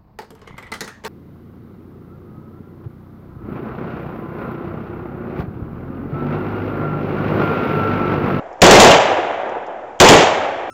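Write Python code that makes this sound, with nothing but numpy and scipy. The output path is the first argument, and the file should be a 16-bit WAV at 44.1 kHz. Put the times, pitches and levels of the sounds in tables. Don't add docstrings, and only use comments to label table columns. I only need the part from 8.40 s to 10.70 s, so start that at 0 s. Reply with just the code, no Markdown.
import sys
import numpy as np
from scipy import signal
from scipy.fft import rfft, irfft, next_fast_len
from scipy.io import wavfile
from scipy.ndimage import uniform_filter1d, map_coordinates

SR = 44100
rng = np.random.default_rng(int(sys.argv[2]) if len(sys.argv) > 2 else 0)


def gain_from_db(level_db):
    decades = np.asarray(level_db, float) / 20
    return 10 ** decades


def int16_out(signal):
    q = np.round(np.clip(np.atleast_2d(signal).T, -1, 1) * 32767)
    wavfile.write(sys.argv[1], SR, q.astype(np.int16))


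N = 101430

# [t/s, level/dB]
SHOTS = [
    (0.2165, -1),
    (0.308, 1),
    (.3982, 0),
    (1.5995, -0.5),
    (1.6853, -3),
]
EARLIER_S, EARLIER_DB = -1.26, 10

# [f/Hz, density/dB per Hz]
NEAR_SPECTRUM = [(40, -30), (160, 3), (450, 3.5), (880, -0.5), (1250, -9), (3200, -13.5), (4200, -15.5),
                 (8000, -19)]
FAR_SPECTRUM = [(40, -51), (150, -23.5), (400, -7.5), (740, -1), (1100, -12), (1800, -12.5), (3400, -17),
                (7500, -29)]
GROUND_SPECTRUM = [(30, -40), (55, -0.5), (105, 5.5), (140, -8.5), (300, -61.5)]
# [f/Hz, T60/s]
NEAR_T60_S = [(60, 0.52), (200, 0.3), (700, 0.61), (2500, 0.64), (7000, 0.48)]
FAR_T60_S = [(60, 2.7), (200, 2.54), (700, 2.76), (1500, 2.29), (3200, 1.563), (4500, 1.16), (7000, 1.07)]
GROUND_T60_S = [(60, 0.81), (120, 1.29)]
NEAR_DB, FAR_DB, GROUND_DB = 10, -10.5, -25.5
NEAR_RISE_S, FAR_RISE_S, GROUND_RISE_S = 0.0061, 0.078, 0.2
# [rate/per s, depth/dB]
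LUMPS = [(10, -0.5), (60, 1.27), (160, 2), (500, 1)]
LUMPY_BELOW_HZ, SMOOTH_SHARE = 1300, 0.23
PATCHY_DB = 1.0

# [f/Hz, density/dB per Hz]
AIR_SPECTRUM = [(25, -8), (60, 1), (110, -2), (150, -8), (350, -11), (1000, -14), (4000, -22.5),
                (8000, -28)]
AIR_DB = -53.5

# [t/s, level/dB]
CASES = [
    (0.127, -43),
    (1.0494, -49.5),
    (1.0919, -40),
    (1.2634, -39),
]
# [f/Hz, density/dB per Hz]
BRASS_SPECTRUM = [(1500, -32), (3000, -10), (5000, 5.5), (7000, 4), (9000, -22)]
CASE_T60_S, CASE_RISE_S, CASE_DB = 0.049, 0.00089, -9

HAMMER_LEAD_S, HAMMER_DB, HAMMER_T60_S = 0.0083, -32, 0.035
# [t after blast/s, level/dB]
BOLT = [
    (0.0126, 11.5),
    (.021, 11),
    (0.031, 3.5),
    (.048, 5),
    (.065, 0.5),
]
# [f/Hz, density/dB per Hz]
STEEL_SPECTRUM = [(1500, -31), (3000, 1.5), (4500, -13.5), (6800, 0), (9000, -6.5)]
BOLT_T60_S, BOLT_SCATTER_DB = 0.016, 2

PULSE_S, PULSE_LAG_S, PULSE_DB = 0.0016, 0.0016, 14
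# [f/Hz, density/dB per Hz]
JET_SPECTRUM = [(300, -23.5), (1200, -6), (2200, -3), (2900, 0), (3800, -2), (6300, -4), (9000, -5)]
JET_DB, JET_RISE_S, JET_T60_S = 26, 0.0025, 0.022

# [t/s, level/dB]
RATTLE = [
    (.511, 5.5),
    (.545, -7),
    (1.74, -7.5),
]
# [f/Hz, density/dB per Hz]
FRAME_SPECTRUM = [(1800, -30.5), (2600, -5.5), (3100, 4.5), (3700, -17), (5000, -32)]
RATTLE_T60_S, RATTLE_RISE_S = 0.033, 0.002

# [t/s, level/dB]
BIG_TRUNKS = [
    (.535, 3.5),
    (.59, 3.5),
    (.601, -7),
    (.622, -8.5),
    (.65, -10.5),
    (1.82, -2.5),
    (1.843, -2),
    (1.925, -5),
    (2.003, -7),
]
BIG_HZ, BIG_T60_S, BIG_RISE_S = 724, 0.029, 0.0025

# [f/Hz, gain/dB]
CAPSULE = [(20, -26), (55, 0), (3500, -0.5), (4200, -5), (7300, 0), (8800, -13), (9500, -46.5)]
# [f/Hz, gain/dB]
ANTI_ALIAS = [(7200, -0.5), (8000, -6), (8900, -14), (9600, -19.5), (16000, -36.5)]
INPUT_TOP, INPUT_KNEE, OUTPUT_TOP, OUTPUT_KNEE = 0.82, 10, 0.73, 39
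TOP_HZ, TOP_WIDTH_HZ, DC_OFFSET = 15950, 60, 0.0015


def unit(x):
    return x / np.sqrt(np.mean(x ** 2) + 1e-20)


def along(points, hz):
    f, v = np.transpose(points)
    return np.interp(np.log(hz + 1), np.log(f + 1), v)


def filtered(x, response):
    m = 2 * next_fast_len(len(x) // 2 + 4096)
    return irfft(rfft(x, m) * response(np.fft.rfftfreq(m, 1 / SR)), m)[:len(x)]


def noise(spectrum):
    white = rng.standard_normal(N)
    return unit(filtered(white, lambda hz: gain_from_db(along(spectrum, hz))))


def wobble(rate_per_s):
    knots = rng.standard_normal(3000)
    return map_coordinates(knots, [np.arange(N) * rate_per_s / SR])


def burst(start_s, db, t60_s, rise_s=0.0009):
    t = np.maximum(np.arange(N) / SR - start_s, 0)
    return gain_from_db(db - 60 * t / t60_s) * (1 - np.exp(-(t / rise_s) ** 3))


def lumpy_noise():
    lumps_db = sum(depth_db * wobble(rate) for rate, depth_db in LUMPS)
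    white = rng.standard_normal(N)

    def low(hz):
        return 1 / (1 + (hz / LUMPY_BELOW_HZ) ** 4)

    deep = unit(white * gain_from_db(lumps_db))
    shallow = unit(white * gain_from_db(SMOOTH_SHARE * lumps_db))
    return filtered(deep, low) + filtered(shallow, lambda hz: 1 - low(hz))


def echoes(spectrum, t60s, db, rise_s):
    coloured = unit(filtered(lumpy_noise(), lambda hz: gain_from_db(along(spectrum, hz))))
    hz, t, z = signal.stft(coloured, SR, nperseg=512)
    patches = uniform_filter1d(rng.standard_normal(z.shape), size=5, axis=0)
    patches = uniform_filter1d(patches, size=4, axis=1)
    z = z * gain_from_db(PATCHY_DB * unit(patches))
    t60_s = along(t60s, hz)[:, None]
    out = np.zeros(N)
    for s, strength_db in [*SHOTS, (EARLIER_S, EARLIER_DB)]:
        decay = gain_from_db(-60 * np.maximum(t - s, 0) / t60_s)
        shifted = np.roll(z, rng.integers(z.shape[1]), axis=1)
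        tail = signal.istft(shifted * decay, SR, nperseg=512)[1][:N]
        out += tail * burst(s, strength_db + db, np.inf, rise_s)
    return out


def wood_roll():
    near = echoes(NEAR_SPECTRUM, NEAR_T60_S, NEAR_DB, NEAR_RISE_S)
    far = echoes(FAR_SPECTRUM, FAR_T60_S, FAR_DB, FAR_RISE_S)
    ground = echoes(GROUND_SPECTRUM, GROUND_T60_S, GROUND_DB, GROUND_RISE_S)
    return near + far + ground


def still_air():
    return gain_from_db(AIR_DB) * noise(AIR_SPECTRUM)


def cases():
    shape = sum(burst(s, db + CASE_DB, CASE_T60_S, CASE_RISE_S) for s, db in CASES)
    return noise(BRASS_SPECTRUM) * shape


def action():
    shape = np.zeros(N)
    for s, shot_db in SHOTS:
        shape += burst(s - HAMMER_LEAD_S, HAMMER_DB, HAMMER_T60_S)
        for lag_s, db in BOLT:
            scatter_db = rng.normal(0, BOLT_SCATTER_DB)
            shape += burst(s + lag_s, shot_db + db + scatter_db, BOLT_T60_S)
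    return noise(STEEL_SPECTRUM) * shape


def gas_jet():
    shape = sum(burst(s, db + JET_DB, JET_T60_S, JET_RISE_S) for s, db in SHOTS)
    return noise(JET_SPECTRUM) * shape


def muzzle_pulse():
    out = np.zeros(N)
    for s, db in SHOTS:
        u = np.maximum(np.arange(N) / SR - s - PULSE_LAG_S, 0) / PULSE_S
        wave = (u > 0) * (1 - u) * np.exp(-u)
        out += gain_from_db(db + PULSE_DB) * wave * np.minimum(u * 4, 1)
    return out


def rattle():
    shape = sum(burst(s, db, RATTLE_T60_S, RATTLE_RISE_S) for s, db in RATTLE)
    return noise(FRAME_SPECTRUM) * shape


def big_trunks():
    t = np.arange(N) / SR
    out = np.zeros(N)
    for s, db in BIG_TRUNKS:
        hz = BIG_HZ * rng.uniform(0.86, 1.15)
        ring = np.sin(2 * np.pi * hz * (t - s))
        out += ring * burst(s - BIG_RISE_S, db, BIG_T60_S, BIG_RISE_S)
    return out


def scene():
    wood = wood_roll() + big_trunks()
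    rifle = action() + gas_jet() + muzzle_pulse() + rattle()
    return (wood + still_air() + cases() + rifle)[None]


def clip(x, top, knee):
    return x / (1 + np.abs(x / top) ** knee) ** (1 / knee)


def causal(points):
    def response(hz):
        cepstrum = irfft(np.log(gain_from_db(along(points, hz))))
        half = len(cepstrum) // 2
        cepstrum[1:half] *= 2
        cepstrum[half + 1:] = 0
        return np.exp(rfft(cepstrum))
    return response


def low_pass(x):
    return signal.sosfilt(signal.butter(12, 16630, fs=SR, output="sos"), x)


def record(dry):
    x = filtered(dry[0], causal(CAPSULE))
    x = clip(x, INPUT_TOP, INPUT_KNEE)
    x = filtered(x, causal(ANTI_ALIAS))
    x = clip(x, OUTPUT_TOP, OUTPUT_KNEE)
    x = filtered(x, lambda hz: (1 - np.tanh((hz - TOP_HZ) / TOP_WIDTH_HZ)) / 2)
    mix = x[None] + DC_OFFSET
    return low_pass(mix)


dry = scene()
out = record(dry)
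int16_out(out)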